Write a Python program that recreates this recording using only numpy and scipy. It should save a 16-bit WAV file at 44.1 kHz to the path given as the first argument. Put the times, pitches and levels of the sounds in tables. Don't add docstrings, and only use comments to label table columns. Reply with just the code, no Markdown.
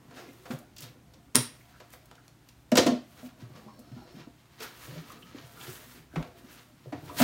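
import sys
import numpy as np
from scipy import signal
from scipy.fft import rfft, irfft
from scipy.io import wavfile
from scipy.ndimage import uniform_filter1d

SR = 44100
rng = np.random.default_rng(int(sys.argv[2]) if len(sys.argv) > 2 else 0)


def store_pcm(level_fs):
    pcm = np.round(np.clip(level_fs, -1, 1) * 32767).astype(np.int16)
    wavfile.write(sys.argv[1], SR, np.atleast_2d(pcm).T)


N = 319151
T = np.arange(N) / SR

# strongest moment in seconds, time to swell by 20 dB in ms,
# time to fade by 20 dB in ms, rubbing level in dB, hiss compared with the rubbing in dB.
STROKES = [(.184, 110, 420, -57.5, -5), (.522, 160, 113, -54.5, -0.5), (.832, 48, 74, -50.5, 0.5),
           (1.55, 140, 1100, -64.5, -2), (1.803, 12, 40, -60, -18), (1.935, 27.5, 58, -58.5, 7.5),
           (2.478, 44, 430, -71, -3.5), (3.267, 340, 57, -56.5, -1.5), (3.409, 64, 190, -61, -6),
           (3.564, 120, 370, -62, -5.5), (3.984, 340, 270, -63.5, -10), (4.2, 260, 83, -57, -10),
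           (4.632, 53, 73, -42, -4), (4.84, 290, 455, -51, -2.5), (4.975, 1000, 40, -61.5, -6),
           (5.09, 70, 400, -62.5, 2), (5.38, 410, 470, -56.5, -8.5), (5.615, 67, 290, -47.5, -3),
           (5.7, 300, 300, -57, 8), (5.95, 430, 130, -56.5, -2), (6.17, 76, 270, -57.5, -3.5),
           (6.389, 57, 48, -57, -4), (6.55, 210, 210, -55, -2.5), (7.15, 430, 100, -53.5, -4.5),
           (7.198, 38.4, 360, -29.5, -1)]
# frequency in Hz, relative level in dB.
RUB_TONE = [(120, -27.5), (230, -6), (584, -13), (1380, -7), (4350, -12.5), (7000, -19), (9100, -59.5)]
# time in seconds, rumble level in dB before hand pressure scales it.
FLEXING = [(0.0, -56), (0.36, -58.5), (1.13, -58.5), (2.64, -71), (2.9, -35), (3.0, -62), (4.03, -55),
           (4.51, -75), (5.14, -54.5), (6.07, -68), (6.31, -55), (6.77, -67.5), (7.07, -54), (7.24, -59.5)]
# pitch in Hz, relative level in dB, seconds to fade 60 dB.
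BOX_MODES = [(88, 4.5, 0.1246), (122.9, 5, 0.18), (168, -3.5, 0.021), (244.6, 6.5, 0.11),
             (294.6, 1.5, 0.11), (385.6, -7.5, 0.027), (550, -1, 0.013), (619.7, -1.5, 0.1),
             (708, -4, 0.049), (1060, -4.5, 0.03), (1310, -7.5, 0.055), (1660, -16, .04)]
# start in seconds, level in dB, panel pitch in Hz, push length in ms.
KNOCKS = [(0.175, -49, 348, 11), (0.28, -44.5, 261, 27), (0.502, -28.5, 240, 23), (0.532, -33.5, 137, 25),
          (1.35, -22.5, 245, 30), (1.373, -27, 123.8, 40), (2.72, -11.5, 234.4, 25), (2.757, -22, 263, 4.6),
          (2.775, -14, 462, 8.3), (2.784, -12, 260, 12), (2.806, -23, 317, 12), (2.819, -28, 247, 24),
          (2.862, -15, 306, 18), (2.88, -16, 250, 24.7), (2.92, -21, 236, 26), (3.23, -38, 248, 45),
          (3.422, -39.5, 110.3, 60), (3.5, -44.5, 112.7, 47), (3.662, -44, 216, 45), (3.789, -43, 235, 27),
          (3.915, -36.5, 120.7, 45), (3.964, -38, 228, 23), (4.167, -39.5, 216, 21),
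          (4.272, -38.5, 279, 11), (4.88, -39, 123, 32), (4.922, -41, 156, 17), (4.959, -39, 164, 62),
          (5.346, -36.5, 267, 13.2), (5.678, -38, 119, 26), (6.137, -40, 283, 12), (6.165, -25.5, 169, 40),
          (6.199, -30.5, 246, 16), (6.44, -43.5, 238.7, 18), (6.858, -39, 123, 46), (6.926, -27.5, 296, 23),
          (6.944, -35.5, 105, 37), (7.199, -24.5, 270, 12), (7.21, -12.5, 252.4, 27)]
# start in seconds, level in dB, extra treble in dB,
# fade time in ms.
CRACKS = [(0.108, -46, -8, 7.4), (.157, -42, -4.5, 32), (0.453, -38.5, -9, 10.5), (0.506, -31.5, -7, 7.6),
          (0.764, -53.5, 12.5, 6.3), (0.782, -62, 24, 8.7), (.82, -57, 20, 11), (1.136, -54.5, 4, 6),
          (1.8, -43, -5, 7.7), (1.936, -39, -11, 3.1), (2.112, -41, -6.5, 3.1), (2.153, -51, -1, 3),
          (2.28, -51.5, 8.5, 1), (2.488, -59.5, 15, 3.7), (2.717, -21, -5.5, 5.4),
          (2.7545, -19.5, 0.5, 4.5), (2.770, -11.5, 0.5, 11.6), (2.864, -21, -0.5, 10), (3.55, -47, -5, 24),
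          (4.603, -37.5, -0.5, 5.3), (6.157, -26, -15.5, 6.7), (6.226, -35.5, -8.5, 2.7),
          (6.922, -33.5, -13, 11.5), (7.199, -17.5, -25, 12), (7.217, -17.5, -3, 8.3)]
# pitch in Hz, relative level in dB, seconds to fade 60 dB.
TAPE_MODES = [(9250, 7, 0.008), (9700, 7.5, .003), (7300, -1.5, .0015), (5700, 1.5, 0.0055),
              (2340, -13, 0.0013)]
# delay in ms, level in dB.
SNAP_ECHOES = [(0, 4), (6.6, -8), (8.6, -6)]
# start in seconds, level in dB, fade time in ms.
GLUE_TICKS = [(.331, -51, 5), (.587, -42.5, 6.5), (.805, -34, 6), (1.904, -45, 1.5), (2.056, -48, 5),
              (3.791, -48, 9.9), (5.12, -38, 3)]
# start in seconds, level in dB, pitch in Hz, length in ms.
CREAKS = [(0.168, -41, 1370, 20), (.282, -49, 2260, 15), (1.6, -53, 2059, 20), (1.73, -53.5, 1450, 39),
          (2.177, -51, 1526, 12), (3.669, -46, 1020, 36), (4.631, -39.5, 1550, 32), (5.098, -40, 1100, 14),
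          (5.22, -44, 2960, 14.4), (5.562, -47.5, 1300, 31), (5.605, -42, 3200, 20), (5.635, -47, 1580, 25),
          (6.109, -51.5, 1501, 55), (7.092, -35.5, 1080, 14)]
# pitch in Hz, band width in Hz, level in dB.
WHINE_BANDS = [(4280, 450, -75), (5320, 350, -76)]
# start in seconds, level in dB, pitch in Hz.
DEEP_THUMPS = [(2.78, -33, 98), (6.171, -39.5, 50.3)]
# band centre in Hz, seconds to fade 60 dB, relative level in dB.
ROOM_TAIL = [(130, 0.16, -1), (594, 0.25, 2), (2400, 0.35, -3), (8960, .28, -6.5)]
# delay in ms, relative level in dB.
WALL_ECHOES = [(10, -23.5)]
# frequency in Hz, relative level in dB.
HUSH_TONE = [(18, -39), (30, -11.5), (127, -3.5), (295, -2), (461, -16), (702, -12.5), (4420, -24),
             (10500, -28), (16000, -32)]
# pitch in Hz, level in dB.
HUM_TONES = [(118.4, -64.5), (150.7, -70.5)]

PALM_DAMPING_S = 0.016


def hands():
    rubbing, hissing = stroke_strength()
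    slips = colour(grains(10000, 2.0), RUB_TONE)
    rub = level(slips, 0) * rubbing * undb(3.1 * walk(60))
    fine_slips = band(grains(14000, 1.5), 6100, 21000)
    hiss = level(fine_slips, 0) * hissing * undb(2.7 * walk(37))
    bending = undb(np.interp(T, *np.transpose(FLEXING)))
    pressure = (rubbing / np.median(rubbing)) ** 0.28
    return rub + hiss + bending * pressure * board_flex()


def stroke_strength(resting_db=-80):
    s, swell_ms, fade_ms, db, hiss_db = np.transpose(STROKES)[:, :, None]
    t = T[::64]
    shape_db = -20 * 1000 * np.where(t < s, (s - t) / swell_ms, (t - s) / fade_ms)
    resting = undb(resting_db) ** 2
    rub_power = np.sum(undb(db + shape_db) ** 2, axis=0) + resting
    hiss_power = np.sum(undb(db + hiss_db + 1.12 * shape_db) ** 2, axis=0) + resting
    return np.interp(T, t, np.sqrt(rub_power)), np.interp(T, t, np.sqrt(hiss_power))


def board_flex(grip_s=0.09):
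    bends, step = grains(600, 1.2), int(grip_s * SR)
    out = np.zeros(N + SR)
    for i in range(0, N, step):
        grip, gains = rng.standard_normal((2, len(BOX_MODES)))
        body = ring(gripped_modes(grip), gains, seconds=0.05)
        body *= np.exp(-T[:len(body)] / PALM_DAMPING_S)
        rumble = signal.fftconvolve(bends[i:i + step], body)
        out[i:i + len(rumble)] += rumble
    return level(radiate(out[:N]), 0)


def knocks(contact_ms=1.5, overtone_power=0.14):
    out, t = np.zeros(N), T[:SR // 10]
    modes_hz = np.array(BOX_MODES)[:, 0]
    tap = arch(t * 1000 / contact_ms) ** 2
    for s, db, hz, ms in KNOCKS:
        chance, grip = rng.standard_normal((2, len(BOX_MODES)))
        modes = gripped_modes(grip)
        push = arch((t * 1000 / ms) ** 0.7) * np.sin(2 * np.pi * hz * t)
        damping = np.exp(-t * 1000 / (0.14 * ms))
        panel = signal.fftconvolve(damping * ring(modes, undb(1.2 * chance))[:len(t)], push)
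        gains = chance * np.minimum(modes_hz / (2 * hz), 1) ** 2
        tap_ring = ring(modes, gains)[:len(t)] * np.exp(-t / PALM_DAMPING_S)
        overtones = signal.fftconvolve(tap_ring, tap)
        knock = level(panel, 0) + np.sqrt(overtone_power) * level(overtones, 0)
        add(out, s, radiate(knock), db)
    return out


def gripped_modes(grip, detune=0.12):
    modes = np.array(BOX_MODES)
    modes[:, 0] *= np.exp(detune * grip)
    return modes


def radiate(x, low_hz=119):
    return signal.sosfilt(signal.butter(2, low_hz, "highpass", fs=SR, output="sos"), x)


def fibre_cracks(tick_ms=0.95):
    out, t_ms = np.zeros(N), T[:4000] * 1000
    for s, db, treble_db, ms in CRACKS:
        noise = rng.standard_normal((4, len(t_ms)))
        fade = np.exp(-t_ms / ms)
        rise = 1 - np.exp(-t_ms / (0.49 * ms + 0.22))
        low, middle, high = noise[:3] * fade * rise
        add(out, s, band(low, 410, 850) + 0.5 * band(middle, 730, 2200), db)
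        add(out, s, band(high, 2500, 6500), db + treble_db)
        tick = noise[3] * (np.exp(-t_ms / tick_ms) + 0.34 * fade)
        add(out, s, band(tick, 6500, 16000), db - 4 + 1.2 * treble_db)
    return out


def tape_snap(snap_s=1.3558, stretch_ms=9.2):
    out, t = np.zeros(N), T[:600]
    rise = np.linspace(0, 1, int(stretch_ms * SR / 1000)) ** 0.64
    crackle = band(rng.standard_normal(len(rise)), 344, 11000) * rise
    add(out, snap_s - stretch_ms / 1000, crackle, db=-18)
    ping = ring(TAPE_MODES, np.ones(len(TAPE_MODES)), seconds=0.02)
    click = t == 0
    for ms, db in SNAP_ECHOES:
        rip = 0.12 * rng.standard_normal(len(t)) * np.exp(-t / 0.0053)
        add(out, snap_s + ms / 1000, ping, db)
        add(out, snap_s + ms / 1000, band(click + rip, 520, 11000), db - 10.5)
    return out


def glue_ticks():
    out, t_ms = np.zeros(N), T[:2000] * 1000
    for s, db, ms in GLUE_TICKS:
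        burst = rng.standard_normal(len(t_ms)) * np.minimum(t_ms, 1) * np.exp(-t_ms / ms)
        add(out, s, band(burst, 5100, 17000), db)
    return out


def crease_creaks():
    out, t_ms = np.zeros(N), T[:4000] * 1000
    for s, db, hz, ms in CREAKS:
        slips = rng.standard_normal(len(t_ms)) * arch(t_ms / ms)
        add(out, s, band(slips, 0.9 * hz, 1.11 * hz), db)
    return out


def palm_whine(start_s=3.64, end_s=4.26):
    out = np.zeros(N)
    for hz, width, db in WHINE_BANDS:
        hiss = band(rng.standard_normal(N), hz - width / 2, hz + width / 2)
        out += level(hiss, db) * undb(3.4 * walk(14))
    return out * arch((T - start_s) / (end_s - start_s)) ** 0.25


def deep_thumps(cycles=3.2):
    out, t = np.zeros(N), T[:8000]
    for s, db, hz in DEEP_THUMPS:
        add(out, s, arch(t * hz / cycles) * np.sin(2 * np.pi * hz * t), db)
    return out


def room(x, build_up_s=0.0045):
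    t, tail = T[:SR // 2], 0
    for hz, fade_s, db in ROOM_TAIL:
        echoes = band(rng.standard_normal(len(t)), hz / 2, hz * 2) * np.exp(-np.log(1000) * t / fade_s)
        band_gain = np.sqrt(np.sum(echoes ** 2) * SR / (3 * hz))
        tail = tail + undb(db) * echoes / band_gain
    tail *= np.clip(t / build_up_s, 0, 1) ** 2
    for ms, db in WALL_ECHOES:
        tail[int(ms * SR / 1000)] += undb(db)
    return x + signal.fftconvolve(x, tail)[:N]


def room_hush():
    air = level(colour(rng.standard_normal(N), HUSH_TONE), db=-62.5) * undb(0.7 * walk(2.1))
    murmur = level(band(rng.standard_normal(N), 50, 77), db=-68.5) * undb(3.5 * walk(5.8))
    return air + murmur


def appliance_hum():
    return sum(np.sqrt(2) * undb(db + walk(17)) * np.sin(2 * np.pi * hz * T) for hz, db in HUM_TONES)


def undb(db):
    return 10 ** (np.asarray(db) / 20)


def level(x, db):
    return x * undb(db) / np.sqrt(np.mean(x ** 2))


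def arch(progress):
    return np.sin(np.pi * np.clip(progress, 0, 1))


def band(x, lo_hz, hi_hz):
    edges = [lo_hz, min(hi_hz, 0.45 * SR)]
    return signal.sosfilt(signal.butter(2, edges, "bandpass", fs=SR, output="sos"), x)


def colour(x, points):
    hz, db = np.transpose(points)
    curve_db = np.interp(np.log(np.fft.rfftfreq(N, 1 / SR) + 1), np.log(hz), db)
    return irfft(rfft(x) * undb(curve_db), N)


def walk(rate):
    hold = int(SR / rate)
    steps = np.repeat(rng.standard_normal(N // hold + 1), hold)
    return uniform_filter1d(uniform_filter1d(steps, hold), hold)[:N]


def ring(modes, gains, seconds=0.2):
    hz, db, fade_s = np.transpose(modes)[:, :, None]
    t = T[:int(seconds * SR)]
    return gains @ (undb(db) * np.exp(-np.log(1000) * t / fade_s) * np.sin(2 * np.pi * hz * t))


def add(track, s, sound, db):
    i = int(s * SR)
    track[i:i + len(sound)] += (undb(db) * sound / np.abs(sound).max())[:N - i]


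def grains(rate, spread_db):
    return (rng.random(N) < rate / SR) * rng.standard_normal(N) * undb(spread_db * rng.exponential(size=N))


def scene():
    box = hands() + knocks() + fibre_cracks() + glue_ticks() + crease_creaks() + tape_snap() + palm_whine()
    return (room(box) + deep_thumps() + room_hush() + appliance_hum())[None]


def record(dry):
    dip_hz, width_hz, depth, top_hz = 10430, 520, 0.62, 15800
    b, a = signal.iirpeak(dip_hz, dip_hz / width_hz, fs=SR)
    heard = dry - depth * signal.lfilter(b, a, dry)
    return signal.sosfilt(signal.ellip(10, 0.2, 70, top_hz, fs=SR, output="sos"), heard)


dry = scene()
out = record(dry)
store_pcm(out)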